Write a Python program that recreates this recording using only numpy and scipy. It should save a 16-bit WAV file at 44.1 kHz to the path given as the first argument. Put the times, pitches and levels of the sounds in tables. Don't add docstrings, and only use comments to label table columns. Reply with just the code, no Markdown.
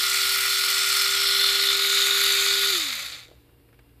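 import sys
import numpy as np
from scipy import signal
from scipy.fft import rfft, irfft, next_fast_len
from scipy.io import wavfile
from scipy.ndimage import map_coordinates

SR = 44100
rng = np.random.default_rng(int(sys.argv[2]) if len(sys.argv) > 2 else 0)


def master(y):
    cut = np.clip(np.atleast_2d(y).T, -1, 1)
    pcm = np.round(cut * 32767)
    wavfile.write(sys.argv[1], SR, pcm.astype(np.int16))


N = 176400
TIME_S = np.arange(N) / SR


def amp(db):
    return 10 ** (np.asarray(db) / 20)


def unit_rms(x):
    return x / np.sqrt(np.mean(x ** 2) + 1e-20)


def along(points, hz):
    freqs, values = np.transpose(points)
    return np.interp(np.log(hz + 1), np.log(freqs + 1), values)


def curve(rows):
    return np.interp(TIME_S, *np.transpose(rows))


def wobble(knots_per_s):
    return map_coordinates(rng.standard_normal(4000), [TIME_S * knots_per_s], mode="wrap")


def filtered(x, response):
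    size = next_fast_len(N + SR // 2)
    return irfft(rfft(x, size) * response(np.fft.rfftfreq(size, 1 / SR)), size)[..., :N]


def coloured(x, *spectra):
    size = 2 * next_fast_len(N // 2 + SR // 4)
    hz = np.fft.rfftfreq(size, 1 / SR)
    gain = amp(sum(along(spectrum, hz) for spectrum in spectra))
    cepstrum = irfft(np.log(gain + 1e-6))
    cepstrum[1:size // 2] *= 2
    cepstrum[size // 2 + 1:] = 0
    return irfft(rfft(x, size) * np.exp(rfft(cepstrum)), size)[..., :N]


# freq_hz, side_gain_db
STEREO_WIDTH = [(3000, -78), (4100, -83.5), (5200, -37), (6200, -14), (8000, -5.5), (11000, -6),
                (14000, -9.5)]

def stereo(pair):
    side = filtered(pair[1], lambda hz: amp(along(STEREO_WIDTH, hz)))
    return np.array([pair[0] + side, pair[0] - side])


# freq_hz, gain_db
AIR_COLOUR = [(25, -24.5), (45, -10), (65, -2), (88, -15.5), (140, -14.5), (210, -20.5), (320, -13),
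              (480, -21.5), (700, -26.5), (1200, -30.5), (2800, -32), (5000, -37.5), (6100, -49),
              (8000, -41), (10500, -38), (14200, -32.5)]
# pitch_hz, level_db
HUM_TONES = [(59.2, -65), (119.5, -63), (285.3, -70), (468.3, -72), (2790, -80)]

def room(air_db=-58.5):
    air = unit_rms(coloured(rng.standard_normal((2, N)), AIR_COLOUR))
    hum = sum(amp(db + wobble(23)) * np.sin(2 * np.pi * hz * TIME_S + 0.82 * wobble(18))
              for hz, db in HUM_TONES)
    return amp(air_db) * stereo(air) + np.sqrt(2) * hum


def walls(x, t60_s=0.32, gap_s=0.006, level_db=-10):
    t = np.arange(SR // 2) / SR
    tail = rng.standard_normal(len(t)) * amp(-60 * t / t60_s) * (t > gap_s)
    return amp(level_db) * signal.fftconvolve(x, tail[None] / np.linalg.norm(tail), axes=1)[:, :N]


def glances(x, delays_s=(0.0007, 0.0011, 0.0017, 0.0026), drift_s=0.00006, level_db=-20):
    treble = filtered(x, lambda hz: hz ** 3 / (hz ** 3 + 3500 ** 3))
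    for delay_s in delays_s:
        sent_s = TIME_S - (delay_s + drift_s * wobble(1.604))
        x = x + amp(level_db) * np.array([np.interp(sent_s, TIME_S, ch, left=0) for ch in treble])
    return x


def touches(rows, colour, attack_s):
    envelope = np.zeros(N)
    for start_s, level_db, t60_s in rows:
        age_s = np.maximum(TIME_S - start_s, 0)
        envelope += amp(level_db - 60 * age_s / t60_s) * (1 - np.exp(-age_s / attack_s))
    noise = filtered(rng.standard_normal(N), lambda hz: amp(along(colour, hz)))
    return envelope * unit_rms(noise)


# start_s, level_db, t60_s
HAND_BUMPS = [(3.286, -46, .055), (3.312, -43, 0.05), (3.329, -52, .05), (3.686, -58, .06)]
GRIP_TICKS = [(3.489, -56.5, .04), (3.599, -59, .03), (3.686, -57, .05), (3.727, -55.5, .05),
              (3.741, -55, .04), (3.789, -49.5, .055), (3.892, -59, .05)]
# freq_hz, gain_db
BUMP_SPECTRUM = [(60, -16), (200, -23), (320, 4), (600, 0), (1000, -16), (3000, -18), (10000, -48.5)]
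TICK_SPECTRUM = [(200, 1.5), (800, 1), (2200, 2.5), (3200, -7.5), (5200, -13), (6200, -21.5),
                 (14000, -20.5)]

def handling():
    bumps = touches(HAND_BUMPS, BUMP_SPECTRUM, attack_s=0.002)
    ticks = touches(GRIP_TICKS, TICK_SPECTRUM, attack_s=0.0015)
    return bumps + ticks


# time_s, level_db
ROTOR_LEVEL = [(0, -48), (.7, -47), (1.2, -43.5), (1.7, -40), (2.2, -39), (2.72, -39), (2.76, -38),
               (2.79, -44.5), (2.9, -53), (3.0, -65), (3.15, -73), (3.35, -100)]
PARTIAL_ORDERS = [2, 11 / 3, 5, 22 / 3, 9, 11]
# full_speed_level_db, jitter_rad
PARTIALS = [(-61.5, 0.98), (-36.5, 0.45), (-46.5, .4), (-42, 1), (-38, 0.5), (-47.5, 0.84)]

def motor(turns, speed, whine_exponent=6.6):
    hum = amp(curve(ROTOR_LEVEL) + 0.66 * wobble(4.1)) * np.sin(2 * np.pi * turns)
    whine = 0
    for order, (level_db, jitter_rad) in zip(PARTIAL_ORDERS, PARTIALS):
        gain = amp(level_db + 0.56 * wobble(40))
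        jitter = jitter_rad * (wobble(25) + 0.3 * wobble(130))
        whine += gain * np.sin(2 * np.pi * order * turns + jitter)
    return np.sqrt(2) * (hum + whine * speed ** whine_exponent)


WHEEL_RATES = [1 / 6, 1 / 3, .104, .114, .193]
WHEEL_DEPTHS = [1.1, 0.7, 0.5, 0.9, .7]

def wheel_swell(turns):
    return sum(depth_db * np.cos(2 * np.pi * (rate * turns + rng.random()) + 0.27 * wobble(5.2))
               for rate, depth_db in zip(WHEEL_RATES, WHEEL_DEPTHS))


def resonance(hz, centre_hz, width_hz):
    return 1j * hz * width_hz / (centre_hz ** 2 - hz * hz + 1j * hz * width_hz)


def knocks(swell_db, pitch_hz=1344, stage_width_hz=446):
    peaks = signal.find_peaks(swell_db, distance=SR // 90)[0]
    blows = np.bincount(peaks, amp(3.8 * np.minimum(swell_db[peaks], 3)), N)
    return unit_rms(filtered(blows, lambda hz: resonance(hz, pitch_hz, stage_width_hz) ** 3))


def tooth_hits(turns, speed, hits_per_turn=11, scatter_db=5, limit_sigma=1.6, rub_db=-4):
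    count = int(turns[-1] * hits_per_turn)
    lateness, force = rng.standard_normal((count, 2)).T
    hit_turns = (np.arange(count) + 0.4 * lateness) / hits_per_turn
    hit_samples = np.interp(hit_turns, turns, np.arange(N)).astype(int)
    sizes = amp(scatter_db * np.minimum(force, limit_sigma))
    clicks = np.bincount(hit_samples, sizes * rng.choice([-1, 1], count), N)
    return unit_rms(clicks / np.sqrt(speed + 0.1)) + amp(rub_db) * rng.standard_normal(N)


PART_EDGES = [0, 2800, 5800, 9300, 15000]
# swell_share, clump_db
HOUSING_PARTS = [(0.66, 1.15), (1, 1), (0.28, 1.77), (.8, 1.73)]

def clatter(turns, speed, swell_db, play_limit_db=3.2):
    hits = np.array([tooth_hits(turns, speed), tooth_hits(turns, speed)])
    pressed_db = play_limit_db * np.tanh(swell_db / play_limit_db)
    drive = 0
    for low_hz, high_hz, (share, clump_db) in zip(PART_EDGES, PART_EDGES[1:], HOUSING_PARTS):
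        band = filtered(hits, lambda hz: (hz >= low_hz) & (hz < high_hz))
        gain_db = share * pressed_db + clump_db * wobble(170) + 0.65 * wobble(8)
        drive += band * unit_rms(amp(gain_db))
    return drive


# freq_hz, gain_db
SIDE_COLOUR = [(290, -50.5), (500, -25), (966, -23.5), (1390, 1), (1470, -14), (1620, -13), (2000, -2.5),
               (2430, -2.5), (2650, -8.5), (3090, -5.5), (3500, -1), (3750, -5), (4320, 1), (4600, -1),
               (4880, -7), (5280, -2), (5800, -10), (6950, -11), (7350, -8), (8600, -9), (9150, -15.5),
               (9600, -14), (12600, -15), (14200, -12.5)]
CORNER_COLOUR = [(290, -45), (500, -26.5), (544, -22), (626, -31.5), (979, -24.5), (1410, -6),
                 (1490, -12.5), (1580, -17.5), (2030, -6), (2720, -12.5), (3450, -1), (3860, -5.5),
                 (4200, 0.5), (4700, -10.5), (5400, -8), (5960, -18), (6570, -20), (7890, -17.5),
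                 (9200, -19.5), (13200, -18), (14200, -19)]
FRONT_COLOUR = [(290, -49.5), (500, -26), (559, -24.5), (652, -28.5), (772, -22), (939, -27.5), (1110, -14),
                (1350, -9), (1410, -6), (1490, -12), (1550, -13), (2110, -3.5), (2430, -3.5), (2760, -10.5),
                (3360, -4), (3650, 3.5), (4700, -4.5), (5800, -16), (6860, -10.5), (9330, -17.5),
                (11000, -15), (12000, -17), (14200, -13.5)]
FACING_TIMES = [0.96, 1.42, 2.02]
# freq_hz, gain_db
KNOCK_DIP = [(900, 0), (1330, -1), (1700, -0.5)]
# peak_s, half_length_s, pitch_hz, width_hz, lift_db
HOUSING_MODES = [(0.45, 0.8, 10830, 330, 7), (0.45, 0.7, 13700, 450, 5), (1.17, 0.32, 5300, 330, 6),
                 (1.45, 0.3, 4335, 120, 6), (1.38, .25, 7800, 280, 5.5), (1.38, .17, 10470, 300, 6.5),
                 (1.7, .55, 3560, 100, 3.5), (2.45, 0.85, 6750, 450, 4.5), (2.353, .35, 11250, 500, 4.5),
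                 (2.6, 0.35, 4560, 250, 2.5), (3.08, .05, 9900, 220, 8)]

def housing(drive, grip_waver_db=1.5):
    rattle = 0
    for weights, colour in zip(np.eye(3), [SIDE_COLOUR, CORNER_COLOUR, FRONT_COLOUR]):
        facing = np.interp(TIME_S, FACING_TIMES, weights)
        rattle += facing * unit_rms(coloured(drive, colour, KNOCK_DIP))
    for peak_s, half_length_s, pitch_hz, width_hz, lift_db in HOUSING_MODES:
        facing = np.exp(-((TIME_S - peak_s) / half_length_s) ** 2)
        lift = amp(facing * (lift_db + grip_waver_db * wobble(13))) - 1
        rattle += lift * filtered(rattle, lambda hz: resonance(hz, pitch_hz, width_hz))
    return rattle


# time_s, relative_db
RATTLE_LEVEL = [(0, -24), (.85, -23.5), (1.4, -23), (2.1, -22), (2.66, -23), (2.82, -25.5), (3.03, -30.5),
                (3.17, -39), (3.25, -50), (3.33, -58), (3.45, -66.5), (3.65, -100)]
# freq_hz, gain_db
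COAST_TILT = [(200, 16.5), (550, 14), (800, 10), (1200, 4.5), (2500, 1.5), (4000, -1.5), (6500, 0),
              (14000, -9)]

def gears(turns, speed, trim_db=-0.73, knock_db=-17):
    swell_db = wheel_swell(turns)
    drive = clatter(turns, speed, swell_db)
    drive = speed * drive + (1 - speed) * coloured(drive, COAST_TILT)
    rattle = stereo(housing(drive))
    knocking = amp(knock_db) * speed ** 2 * knocks(swell_db)
    return amp(curve(RATTLE_LEVEL) + trim_db) * (rattle + knocking)


# time_s, turns_per_s
MOTOR_RATE = [(0, 389), (.45, 392), (.9, 392.4), (1.3, 394), (2.1, 395.4), (2.705, 394.6), (2.8, 326),
              (2.9, 258), (3.0, 196), (3.15, 105), (3.3, 12), (3.4, 0)]

def scene():
    turns_per_s = curve(MOTOR_RATE)
    turns = np.cumsum(turns_per_s) / SR
    speed = turns_per_s / turns_per_s.max()
    whirr = glances(gears(turns, speed))
    return whirr + walls(whirr) + motor(turns, speed) + handling() + room()


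def record(dry, top_hz=14300):
    return filtered(dry, lambda hz: hz < top_hz)


dry = scene()
out = record(dry)
master(out)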